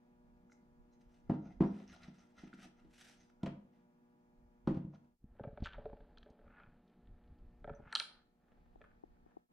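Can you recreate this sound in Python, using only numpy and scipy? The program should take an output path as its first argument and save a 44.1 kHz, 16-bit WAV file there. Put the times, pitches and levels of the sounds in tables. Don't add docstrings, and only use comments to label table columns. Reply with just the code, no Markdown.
import sys
import numpy as np
from scipy import signal
from scipy.fft import rfft, irfft
from scipy.io import wavfile

SR = 44100
rng = np.random.default_rng(int(sys.argv[2]) if len(sys.argv) > 2 else 0)


def unload_audio(sound):
    columns = np.transpose(np.atleast_2d(sound))
    steps = np.round(np.clip(columns, -1, 1) * 32767)
    wavfile.write(sys.argv[1], SR, steps.astype(np.int16))


def nominal_scale(level):
    x = np.asarray(level, float) / 20
    return 10 ** x


N = 419832
TIME = np.arange(N) / SR
OPPOSITE = np.array([[1], [-1]])

# start in seconds, levels of thud, clack and snap in dB,
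# best-struck pitch in Hz.
BRACKET_LANDINGS = [(1.294, -24.5, -36.5, -57, 260), (1.314, -29, -65, -74, 263),
                    (1.331, -31, -53.5, -64, 250), (1.456, -45, -63, -74, 237),
                    (1.603, -17.5, -33, -79, 334), (1.611, -30, -42.5, -70, 340),
                    (1.634, -33, -46, -59, 210), (1.797, -51, -62, -50, 256), (2.079, -46, -74, -59, 194),
                    (2.431, -43.5, -72, -52, 278), (2.534, -48.5, -82, -47, 257),
                    (2.584, -55, -69, -57, 232), (2.654, -54, -90, -70, 270), (2.845, -54.5, -76, -62, 310),
                    (3.43, -30.5, -47, -37, 200), (3.458, -50, -44.5, -36, 292),
                    (3.473, -35.5, -80, -53, 238), (4.671, -22.5, -36, -38.5, 295),
                    (4.685, -30.5, -60, -56, 300), (4.707, -32.5, -55, -58, 246),
                    (4.743, -49, -59, -48, 158), (4.767, -32.5, -56.5, -52, 164.5),
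                    (4.844, -37, -72, -65, 167), (4.933, -59.5, -61, -68, 156), (5.043, -67, -86, -67, 249)]
# frequency in Hz, level in dB, relative ring time.
PLYWOOD_MODES = [(63.7, 1.5, 0.42), (95, 5.5, 0.34), (147.9, -4, 1), (178, -1.5, 0.93), (200.15, 1, 0.88),
                 (230.3, -15, 0.87), (254, 0.5, 0.52), (278, -16.5, 0.36), (309.7, -1, 0.7),
                 (336.6, -12.5, 0.47), (368, -11.5, 0.36), (390, -6, 0.37), (416, -17, 0.23),
                 (452.6, -13, 0.41)]
# frequency in Hz, width in Hz, level in dB.
RUBBED_SHELL_MODES = [(756, 120, 11.5), (1400, 97, 8), (2093, 65, 0), (2800, 270, -12), (3726, 32, -19.5),
                      (4090, 62, -11), (5160, 150, -11.5), (5750, 150, -11.5), (6230, 500, -2.5)]
# start in seconds, level in dB,
# hardness (0 hollow, 1 middle, 2 clack, 3 bright).
PIPE_KNOCKS = [(5.35, -68, .02), (5.395, -42, 0.049), (5.41, -53, 0.25), (5.435, -59.5, 1.45),
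               (5.437, -36.5, 0.24), (5.446, -43.5, 0.022), (5.476, -49.5, 0.061), (5.573, -40.5, 0.29),
               (5.603, -63, 0.98), (5.621, -44.5, .02), (5.646, -42.5, 1.6), (5.652, -43, 1.7),
               (5.657, -31, 1.18), (5.661, -36.5, 1.43), (5.669, -32.5, 1.3), (5.686, -48, 1.5),
               (5.733, -53, 1.97), (5.78, -46.5, .02), (5.794, -50.5, 0.3), (5.855, -36.5, 0.017),
               (5.9, -65, 0.038), (5.929, -47.5, 0.052), (5.969, -60, 0.6), (6.003, -54, 0.26),
               (6.173, -47.5, 1.52), (6.183, -49, 2.5), (6.229, -52.5, 1.45), (6.26, -49.5, 0.015),
               (6.285, -58.5, 0.015), (6.302, -70, 0.15), (6.33, -63.5, .02), (6.389, -58, .1),
               (6.413, -60, 0.03), (6.44, -61, .02), (6.462, -59.5, .05), (6.478, -59, 0.86),
               (6.498, -61, 0.36), (6.569, -59, .9), (6.598, -53, 0.98), (6.608, -58, 0.62),
               (6.634, -56, 0.95), (7.643, -40, 0.24), (7.675, -39.5, 0.12), (7.685, -45, 0.12),
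               (7.694, -36, 0.25), (7.704, -53, 0.12), (7.734, -54, 0.64), (7.788, -57, 0.022),
               (7.926, -30.5, 1.27), (7.926, -37, 2.4), (7.951, -27, 1.3), (7.952, -16.5, 2.59),
               (7.957, -29, 1.36), (7.958, -20, 2.49), (7.97, -31, 2.2), (7.982, -46, 3),
               (7.999, -23, 2.38), (8.001, -32.5, 1.17), (8.012, -41, 2.14), (8.014, -38, 1.23),
               (8.019, -40.5, 1.7), (8.807, -54, 0.02), (8.814, -52, 1.05), (8.82, -65, .03),
               (8.84, -57, 0.9), (8.913, -67, 0.93)]
# frequency in Hz, likeness (1 equal, -1 opposite).
PORT_LIKENESS = [(60, -0.18), (220, 1), (450, 0.35), (1200, -0.41), (3000, -0.064)]
# silent moment in seconds, fade-out and fade-in in seconds.
FADES = [(5.179, 0.13, 0.14), (9.482, 0.095, 0.036)]


def rms_one(x):
    return x / np.sqrt(np.mean(x ** 2) + 1e-20)


def in_time(rows, outside=None):
    s, *columns = np.transpose(rows)
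    return [np.interp(TIME, s, c, outside, outside) for c in columns]


def at_hz(points, hz):
    table_hz, value = np.array(points)[:, 0], np.array(points)[:, 1]
    return np.interp(np.log(hz), np.log(table_hz), value)


def cut(x, hz, kind, order=2):
    return signal.sosfilt(signal.butter(order, hz, kind, fs=SR, output="sos"), x)


def drift(rate):
    r = np.exp(-80 * np.pi * rate / SR)
    noise = rng.standard_normal(N // 40 + 2002)
    slow = signal.lfilter([1], [1, -2 * r, r * r], noise)[2000:]
    return np.interp(np.arange(N) / 40, np.arange(len(slow)), rms_one(slow))


def ring(clicks, hz, t60):
    r, w = nominal_scale(-60 / (t60 * SR)), 2 * np.pi * hz / SR
    return signal.lfilter([0, np.sin(w)], [1, -2 * r * np.cos(w), r * r], clicks + 1e-18)


def strike(seconds, blow_db, modes, scatter_db, crunch_s, sharpness=2.1):
    at, n = np.round(seconds * SR).astype(int), np.arange(600)
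    out = np.zeros(N)
    luck = scatter_db * rng.standard_normal((len(at), len(modes)))
    crunch = rng.standard_normal((len(at), len(n))) * nominal_scale(-60 * n / (crunch_s * SR))
    crunch *= 1 - np.exp(-6 * (n + 1) / (crunch_s * SR))
    crunch[:, 0] = abs(crunch[:, 0])
    crunch /= np.sqrt(np.sum(crunch ** 2, axis=1, keepdims=True))
    for k, (hz, level_db, t60) in enumerate(modes):
        at_pitch = abs(crunch @ np.exp(-2j * np.pi * hz * n / SR))
        drive = np.maximum(at_pitch, 0.55)
        r = np.exp(-np.pi * hz / (sharpness * SR))
        poles = [1, -2 * r * np.cos(2 * np.pi * hz / SR), r * r]
        near = signal.lfilter([(1 - r * r) / 2, 0, (r * r - 1) / 2], poles, crunch)
        strength = nominal_scale(blow_db + level_db + luck[:, k]) / drive
        push = np.zeros(N)
        np.add.at(push, at[:, None] + n, strength[:, None] * near)
        out += ring(push, hz, t60)
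    return out


def grains(per_s, spread_db):
    sizes = nominal_scale(spread_db * np.minimum(rng.exponential(1, N), 4)) * rng.choice([-1, 1], N)
    return rms_one(sizes * (rng.random(N) < per_s / SR))


def coloured(x, spectrum):
    hz = np.fft.rfftfreq(N, 1 / SR) + 1
    return rms_one(irfft(rfft(x) * nominal_scale(at_hz(spectrum, hz)), N))


def puff(seconds, blow_db, t60):
    clicks = np.zeros(N)
    clicks[np.round(seconds * SR).astype(int)] = nominal_scale(blow_db)
    envelope = signal.lfilter([1], [1, -nominal_scale(-60 / (t60 * SR))], clicks + 1e-18)
    return envelope * rng.standard_normal(N)


def swells(start, length, rise_db, fall_db, arch_db, *weights_db):
    t = np.arange(0, N + 32, 32) / SR
    late = t - start[:, None]
    after_end = late - length[:, None]
    within = np.clip(2 * late / length[:, None] - 1, -1, 1)
    slopes_db = rise_db * np.minimum(late, 0) - fall_db * np.maximum(after_end, 0)
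    shape = nominal_scale(slopes_db - arch_db * within ** 2)
    return [np.interp(TIME, t, nominal_scale(db) @ shape) for db in weights_db]


def likeness_at(hz):
    return np.clip(at_hz(PORT_LIKENESS, hz), -.95, .95)


def room_air():
    # frequency in Hz, level in dB per Hz.
    air_spectrum = [(110, -12.5), (170, 3), (240, 0.5), (330, -17), (500, -17), (850, -16), (1300, -27),
                    (2000, -27), (3500, -38), (6000, -39.5), (9000, -57.5)]
    out = np.zeros((2, N))
    white = rng.standard_normal((2, 2, N))
    edges = 110 * 2 ** np.arange(0, 7, .5)
    for k, (low, high) in enumerate(zip(edges, edges[1:])):
        mid, side = cut(white[k % 2], [low, high], "band")
        centre = np.sqrt(low * high)
        alike = likeness_at(centre)
        gain = nominal_scale(at_hz(air_spectrum, centre) + 1.0 * drift(11))
        out += gain * (mid + np.sqrt((1 - alike) / (1 + alike)) * side * OPPOSITE)
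    return out * nominal_scale(-73.5) / np.std(out.mean(axis=0))


def lamp_hum():
    # multiple of the mains, level in dB before and after the first fade.
    hum_lines = [(3, -84, -85), (4, -70, -74), (5, -91, -85), (6, -80, -83), (7, -100, -89.5),
                 (8, -83.5, -84), (10, -86.5, -90), (12, -92.5, -86.5), (14, -87, -88), (16, -89, -100),
                 (18, -101, -104), (20, -99, -104), (22, -104, -95.5), (24, -99, -106), (28, -99, -103),
                 (30, -106, -97)]
    mains_hz = 59.95
    out = np.zeros((2, N))
    for multiple, first_db, second_db in hum_lines:
        hz = np.round(multiple) * mains_hz
        db = np.where(TIME < FADES[0][0], first_db, second_db)
        turn = 2 * np.pi * (hz * TIME + rng.random())
        lag = np.arccos(likeness_at(hz)) / 2 * OPPOSITE
        out += np.sqrt(2) * nominal_scale(db + 1.3 * drift(17.0)) * np.sin(turn + lag) / np.cos(lag)
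    return out


def background():
    # time in seconds, level in dB.
    level_curve = [(0, 5.5), (5.1, 4), (5.3, 4), (7.5, 7.5), (8.1, 2.5), (8.42, -1.5), (8.55, 4), (9.52, 1)]
    return nominal_scale(in_time(level_curve)[0]) * (room_air() + lamp_hum())


def rumble():
    # start in seconds, length in seconds, level in dB.
    surges = [(0.212, 0.21, -60.5), (0.7, 0.2, -61), (1.056, 0.025, -61), (2.834, 0.051, -56),
              (4.373, 0.1, -58), (5.225, 0.022, -43.5), (5.31, 0.72, -50.5), (6.1, 0.15, -57),
              (6.424, 0.12, -54.5), (6.67, 0.031, -48.5), (7.055, 0.13, -52), (7.273, 0.62, -54),
              (8.152, 0.042, -66.5), (8.524, 0.42, -61.5), (9.033, 0.24, -64.5)]
    shakes = [(s, 0.017, thud_db - 25) for s, thud_db, *_ in BRACKET_LANDINGS]
    s, length, db = np.transpose(surges + shakes)
    level = nominal_scale(-78) + swells(s, length, 255.5, 151.5, 7.5, db)[0]

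    def lumpy_noise():
        low = cut(cut(rng.standard_normal(N), 38, "low"), 23, "high")
        return rms_one(low * nominal_scale(2.8 * drift(9)))

    mid, side = lumpy_noise(), lumpy_noise()
    return level * (mid + nominal_scale(-9.0) * side * OPPOSITE)


def fingertip_landings():
    # start in seconds, level in dB, best-struck pitch in Hz.
    landings = [(0.4973, -59.5, 2250), (0.5191, -57, 2120), (1.8781, -48, 6100), (1.8991, -64, 2600),
                (1.9614, -53, 764), (2.0294, -61, 2200), (2.389, -67, 1500), (2.5296, -50.5, 1440),
                (2.588, -55.5, 1400), (3.098, -57.5, 755), (3.2994, -67, 1480)]
    loss_db_per_octave2 = 20
    s, nail_db, best_hz = np.transpose(landings)
    out = np.zeros(N)
    for hz, wide, db in RUBBED_SHELL_MODES:
        loss_db = loss_db_per_octave2 * np.log2(hz / best_hz) ** 2
        out += strike(s, nail_db - loss_db, [(hz, db, 1.44 / wide)], scatter_db=6.0, crunch_s=0.0024)
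    return out


def rub():
    # start in seconds, length in seconds, rub level in dB, brightness in dB,
    # shell ring in dB relative to the skin hiss.
    strokes = [(0.512, 0.026, -99.5, 0.5, 30), (0.916, 0.033, -85, -8.5, 16),
               (1.006, 0.021, -76.5, -1.5, 0), (1.068, 0.16, -80, -3, 0), (1.26, 0.18, -76.5, -21, 8),
               (1.432, 0.11, -70, -12, 7.5), (1.617, 0.26, -67, -8, 1.5), (1.881, 0.091, -59.5, -6.5, 2),
               (1.996, 0.083, -58.5, -12.5, 2.5), (2.061, 0.27, -72.5, -4.5, 0.5),
               (2.369, 0.063, -61, -8, 1.5), (2.426, 0.08, -66, -14.5, -0.5), (2.528, 0.034, -68, -4, -0.5),
               (2.562, 0.057, -68, -9, -3), (2.607, 0.062, -60.5, -4.5, 0), (2.68, 0.24, -77.5, -11, 0.5),
               (2.914, 0.25, -61.5, -0.5, -9), (3.177, 0.079, -72, -0.5, 4), (3.294, 0.013, -78, 0, 0),
               (3.428, 0.0085, -75, -30, 20), (3.46, 0.02, -52, -26, -13), (3.727, 0.092, -77.5, -16, -1),
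               (4.662, 0.085, -70, -17, -11), (4.756, 0.016, -58.5, -23, -5),
               (4.935, 0.029, -68, -14, -1.5), (5.055, 0.014, -84, -9, 2)]
    # frequency in Hz, level in dB per Hz.
    skin_spectrum = [(500, -12), (900, -7.5), (1500, 11.5), (2800, 5), (5000, -11), (7500, -8),
                     (10000, -14), (13000, -18), (15500, -28)]
    press_db = 1
    s, length, rub_db, bright_db, ring_db = np.transpose(strokes)
    dull, bright, dull_ring, bright_ring = swells(
        s, length, 610.5, 256, 13,
        rub_db, rub_db + bright_db, rub_db + ring_db, rub_db + ring_db + bright_db)
    slip = grains(3500, spread_db=2.5) * nominal_scale(2.73 * drift(30))
    shell = np.zeros(N)
    for hz, wide, db in RUBBED_SHELL_MODES:
        shell += nominal_scale(db + 4.5 * drift(12)) * rms_one(ring(slip, hz, 2.2 / wide))
    both = np.array([coloured(slip, skin_spectrum), rms_one(shell)])
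    low = cut(both, 4500, "low", order=4)
    high = cut(both, 4500, "high", order=4)
    treble = (bright * high[0] + bright_ring * high[1]) / np.std(high[0])
    skin = dull * low[0] + dull_ring * low[1] + treble
    board = rms_one(sum(nominal_scale(db) * ring(slip, hz, 1.1 * share) for hz, db, share in PLYWOOD_MODES))
    return skin + nominal_scale(press_db) * dull_ring * board


def garage(x, wet_db, side_db, side_hz, build_s):
    # frequency in Hz, reverberation time in seconds.
    reverberation = [(150, 0.46), (500, 0.48), (1500, 0.35), (4000, 0.35), (10000, 0.26)]
    t, echo = np.arange(SR // 2) / SR, 0
    for hz in 125 * 2. ** np.arange(7):
        noise = cut(rng.standard_normal((2, len(t))), [hz / 1.414, hz * 1.414], "band")
        decay = nominal_scale(-60 * t / at_hz(reverberation, hz))
        echo = echo + noise * decay * np.clip(t / build_s, 0, 1)
    echo = echo / np.sqrt(np.sum(echo[0] ** 2))
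    mid, side = signal.fftconvolve(x[None], echo, axes=1)[:, :N]
    return nominal_scale(wet_db) * (mid + nominal_scale(side_db) * cut(side, side_hz, "high", order=3) * OPPOSITE)


def thuds():
    held_t60_s = 0.28
    soft_narrowing = 0.21
    out, t = np.zeros(N + SR), np.arange(SR // 2)[:, None] / SR
    hz, level_db, ring_time = np.transpose(PLYWOOD_MODES)
    luck = rng.standard_normal((len(BRACKET_LANDINGS), 2, len(PLYWOOD_MODES)))
    for (s, thud_db, _, _, best_hz), (tune, phase) in zip(BRACKET_LANDINGS, luck):
        off_pitch_db = soft_narrowing * thud_db * np.log2(hz / best_hz) ** 2
        gain = nominal_scale(thud_db + level_db + off_pitch_db - 60 * t / (held_t60_s * ring_time))
        soft_start = 1 - np.exp(-t / 0.0049)
        mode_hz = hz * (1 + 0.008 * tune)
        swing = gain * soft_start * np.cos(2 * np.pi * mode_hz * (t - .007) + .5 * phase)
        out[round(s * SR):][:len(t)] += swing.sum(axis=1)
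    return out[:N]


def set_downs():
    # frequency in Hz, level in dB, t60 in seconds.
    shell_modes = [(532.5, 3, 0.1), (680.5, 2, 0.081), (698, 1, 0.077), (772, 1, 0.062), (964, 0.5, 0.056),
                   (1017, -6.5, 0.048), (1340, -15, 0.027), (1520, -14, 0.016)]
    s, thud_db, clack_db, snap_db = np.transpose(BRACKET_LANDINGS)[:4]
    s = s + 0.00205
    clack = cut(strike(s, clack_db, shell_modes, scatter_db=3.0, crunch_s=0.007), 1500, "low")
    wash = cut(puff(s, clack_db + 10.0, t60=0.18), [420, 1100], "band")
    snap = cut(cut(puff(s, snap_db, t60=0.039), 1300, "high"), 2920, "low")
    body = cut(puff(s, thud_db - 11, t60=0.23), [170, 430], "band")
    return thuds() + body + clack + wash + snap


def ticks():
    # start in seconds, level in dB, lowest pitch in Hz.
    bursts = [(1.897, -45, 1200), (1.962, -51, 2500), (2.033, -47, 2500), (4.947, -60, 2500),
              (5.574, -67, 2000), (5.603, -60, 2200), (5.647, -40, 3500), (5.658, -37.5, 4480),
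              (5.672, -48, 4470), (6.175, -58, 3800), (6.231, -59, 3800), (6.005, -62, 1500),
              (6.301, -54, 5070), (6.39, -69, 1500), (6.878, -64, 3000), (6.897, -68, 2500),
              (6.935, -65, 1500), (7.054, -69, 1500), (7.072, -60, 1500), (7.238, -63, 1500),
              (7.276, -67, 1790), (7.385, -67, 2000), (8.816, -54, 1300)]
    width_octaves = 1.3
    out, n = np.zeros(N), np.arange(2000)
    for (s, db, low_hz), noise in zip(bursts, rng.standard_normal((len(bursts), len(n)))):
        dying = noise * nominal_scale(db - 60 * n / (0.04 * SR))
        band = [low_hz, low_hz * 2 ** width_octaves]
        out[round(s * SR):][:len(n)] += cut(dying, band, "band", order=3)
    return cut(out + 1e-18, 6200, "low", order=4)


def pipe():
    # frequency in Hz, level in dB, t60 in seconds.
    hollow = [(307, -9, 0.027), (438.5, 2.5, 0.074), (586.6, 9.5, 0.043), (689.3, 3, 0.039),
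              (805, -1.5, 0.041)]
    middle = [(965, -4, 0.024), (1353, 6, 0.019), (1540, 4, 0.02), (1690, -1.5, 0.029), (2305, -8, 0.028)]
    clack = [(2600, -1.5, 0.008), (2840, 3.5, .008), (3100, 1, 0.017), (3245, 3, 0.014), (3500, 0.5, 0.007)]
    bright = [(3550, -1.5, .006), (4005, -1, 0.007), (3965, 0.5, 0.007), (4226, 7, 0.0095),
              (4607, 5.5, 0.005), (5100, -9.5, 0.0055), (5635, 1, 0.0096), (6500, -17.5, 0.0039)]
    # time in seconds, level in dB, hardness.
    drag_curve = [(5.2, -92, 0.29), (5.4, -74, 1.1), (5.52, -75, 0.034), (5.6, -78.5, .8), (5.64, -58, 2.7),
                  (5.72, -56, 1.6), (5.77, -57.5, 0.27), (5.85, -59, 0.062), (5.98, -68, 0.027),
                  (6.44, -71, 0.033), (6.53, -74, 0.31), (6.61, -63, 0.62), (6.68, -74, 0.23),
                  (7.3, -73.5, 0.42), (7.45, -81, 0.18), (7.7, -77, 0.57), (7.81, -64.5, .05),
                  (7.85, -74.5, 0.51), (7.92, -60, 1.8), (7.95, -77.5, 0.62), (8.16, -66.5, 0.625),
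                  (8.27, -87, 0.17), (8.52, -68.5, 0.37), (8.7, -78.5, 0.49), (9.4, -76.5, 0.39)]
    above_db, below_db, drag_step_db = 16.5, 23.5, 11
    s, peak_db, hard = np.transpose(PIPE_KNOCKS)
    out = np.zeros(N)
    scratch = grains(2000, spread_db=3.5) * nominal_scale(3.5 * drift(30))
    drag_db, drag_hard = in_time(drag_curve, -120)
    families = zip((hollow, middle, clack, bright), (0.011, .012, .005, 0.0016))
    for k, (modes, crunch_s) in enumerate(families):
        loss_db = np.maximum(above_db * (k - hard), below_db * (hard - k))
        family = strike(s, peak_db - loss_db, modes, scatter_db=4.0, crunch_s=crunch_s)
        scrape = rms_one(sum(nominal_scale(level) * ring(scratch, hz, 0.3 * t60) for hz, level, t60 in modes))
        family += nominal_scale(drag_db - drag_step_db * abs(drag_hard - k)) * scrape
        out += cut(family, [0.75 * modes[0][0], 1.17 * modes[-1][0]], "band", order=3)
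    return out


def thumps():
    # start in seconds, level in dB.
    carried_blows = [(5.241, -38), (5.351, -61), (5.408, -35.5), (5.448, -42), (5.472, -38.5), (5.529, -44),
                     (5.574, -53), (5.604, -42.5), (5.622, -29), (5.657, -51), (5.78, -54), (5.794, -45),
                     (5.852, -49.5), (5.93, -48), (6.003, -56), (6.304, -52.5), (6.415, -60),
                     (6.476, -54.5), (6.499, -56), (6.675, -69), (7.531, -55), (7.648, -54), (7.675, -47),
                     (7.701, -50), (7.713, -39), (7.734, -45), (7.797, -45.5), (7.823, -50), (7.866, -51),
                     (8.815, -51), (8.846, -61)]
    modes = [(65.4, 6.2, 0.038), (123.5, 8.6, 0.032), (197.3, 1.9, 0.042)]   # Hz, dB, t60 s
    thump = strike(*np.transpose(carried_blows), modes, scatter_db=3.5, crunch_s=.0001, sharpness=0.59)
    return cut(thump, 410, "low", order=3)


def hiss():
    # time in seconds, level in dB.
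    hiss_curve = [(5.3, -100), (5.7, -80), (6.3, -89), (7.5, -91.5), (8.3, -100), (8.6, -88), (9.4, -93.5)]
    band = cut(cut(rng.standard_normal(N), 1500, "high"), 4800, "low", order=10)
    return nominal_scale(in_time(hiss_curve, -120)[0]) * rms_one(band)


def creaks():
    # start in seconds, length in seconds, level in dB.
    loaded_spells = [(5.562, .03, -66), (5.68, .1, -66), (7.7, .05, -66), (7.845, 0.08, -60),
                     (7.88, 0.09, -53), (7.93, 0.05, -50), (8.008, 0.2, -63), (8.838, .018, -64),
                     (8.9, .025, -70), (6.465, 0.045, -62), (6.53, .025, -65), (6.568, .012, -57),
                     (6.59, .028, -56.5), (6.63, .014, -57), (6.67, .1, -71)]
    # frequency in Hz, level in dB, t60 in seconds.
    pivot_modes = [(1300, -28.5, .015), (1450, -27, .03), (1675, -30.5, .02), (2090, -32, .01),
                   (2484, -38, 0.029), (912, -24, 0.0075)]
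    s, length, db = np.transpose(loaded_spells)
    slips = cut(grains(3500, spread_db=6.0), [800, 2700], "band")
    slips = slips * swells(s, length, 300, 400, 3.0, db)[0]
    return sum(nominal_scale(level) * ring(slips, hz, t60) for hz, level, t60 in pivot_modes)


def taps():
    # start in seconds, level in dB.
    left_taps = [(7.7, -33), (7.801, -38.5), (8.757, -41), (9.036, -37), (9.262, -49), (9.368, -37.5)]
    modes = [(345, 0, 0.012), (745, -7.5, 0.014)]   # Hz, dB, t60 s
    tap = strike(*np.transpose(left_taps), modes, scatter_db=1, crunch_s=.0001)
    return cut(tap, 1500, "low", order=3) * (1 + nominal_scale(5.5) * OPPOSITE)


def bolt_and_washer():
    # start in seconds, level in dB.
    bolt_hits = [(7.936, -62.5), (7.962, -56.5), (7.99, -55)]
    # frequency in Hz, level in dB, t60 in seconds.
    bolt_mode = (7332, 0, 0.26)
    # frequency in Hz, level in dB, t60 in seconds.
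    washer_ping = [(7.75, -62), (6030, 0, .08)]
    bolt = strike(*np.transpose(bolt_hits), [bolt_mode], scatter_db=2.5, crunch_s=0.0069)
    washer = strike(*np.transpose(washer_ping[:1]), washer_ping[1:], scatter_db=0, crunch_s=.0001)
    return bolt * nominal_scale(2.5 * drift(25)) + washer


def washer_rattle():
    # frequency in Hz, level in dB, t60 in seconds.
    washer_modes = [(8500, -20, 0.0057), (9400, -22, .004), (10000, -28.5, .003), (11500, -33.5, .003)]
    s, peak_db, hard = np.transpose(PIPE_KNOCKS)
    free = s > 7.9
    level_db = peak_db - 6.5 * abs(2.5 - hard)
    return strike(s[free], level_db[free], washer_modes, scatter_db=7, crunch_s=0.004)


def scene():
    bench = set_downs() + rub() + fingertip_landings()
    plastic = pipe() + creaks()
    rattle = washer_rattle()
    metal = bolt_and_washer() + rattle
    mix = bench + garage(bench, wet_db=-10.5, side_db=1.0, side_hz=537, build_s=0.0031)
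    mix = mix + plastic + garage(plastic, wet_db=-16.0, side_db=3.0, side_hz=300, build_s=0.03)
    mix = mix + garage(rattle, wet_db=-3.5, side_db=6.5, side_hz=3000, build_s=0.004)
    mix = mix + metal * (1 + .9 * OPPOSITE)
    return mix + thumps() + taps() + ticks() + hiss() + background() + rumble()


def band_limit(x):
    return signal.sosfilt(signal.butter(12, 15700, fs=SR, output="sos"), x)


def record(dry):
    gain = nominal_scale(-6)
    for s, out_s, in_s in FADES:
        fade = np.clip(np.maximum((s - TIME) / out_s, (TIME - s) / in_s), 0, 1)
        gain = gain * fade ** 0.94
    after_fade = TIME > FADES[0][0]
    width = np.where(TIME < FADES[0][0], 1, 0.84 * np.maximum(TIME - 7.3, 0))
    mid, side = (dry[0] + dry[1]) / 2, (dry[0] - dry[1]) / 2
    x = (mid + width * side * OPPOSITE) * gain
    dull = after_fade * np.clip(1 - 2 * width, 0, 1) * (1 - nominal_scale(-9.5))
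    low = signal.sosfiltfilt(signal.butter(8, 4730, fs=SR, output="sos"), x)
    x = x - dull * (x - low)
    x = cut(x, 11000, "low") + nominal_scale(-95.5) * rng.standard_normal(x.shape)
    return band_limit(x)


dry = scene()
out = record(dry)
unload_audio(out)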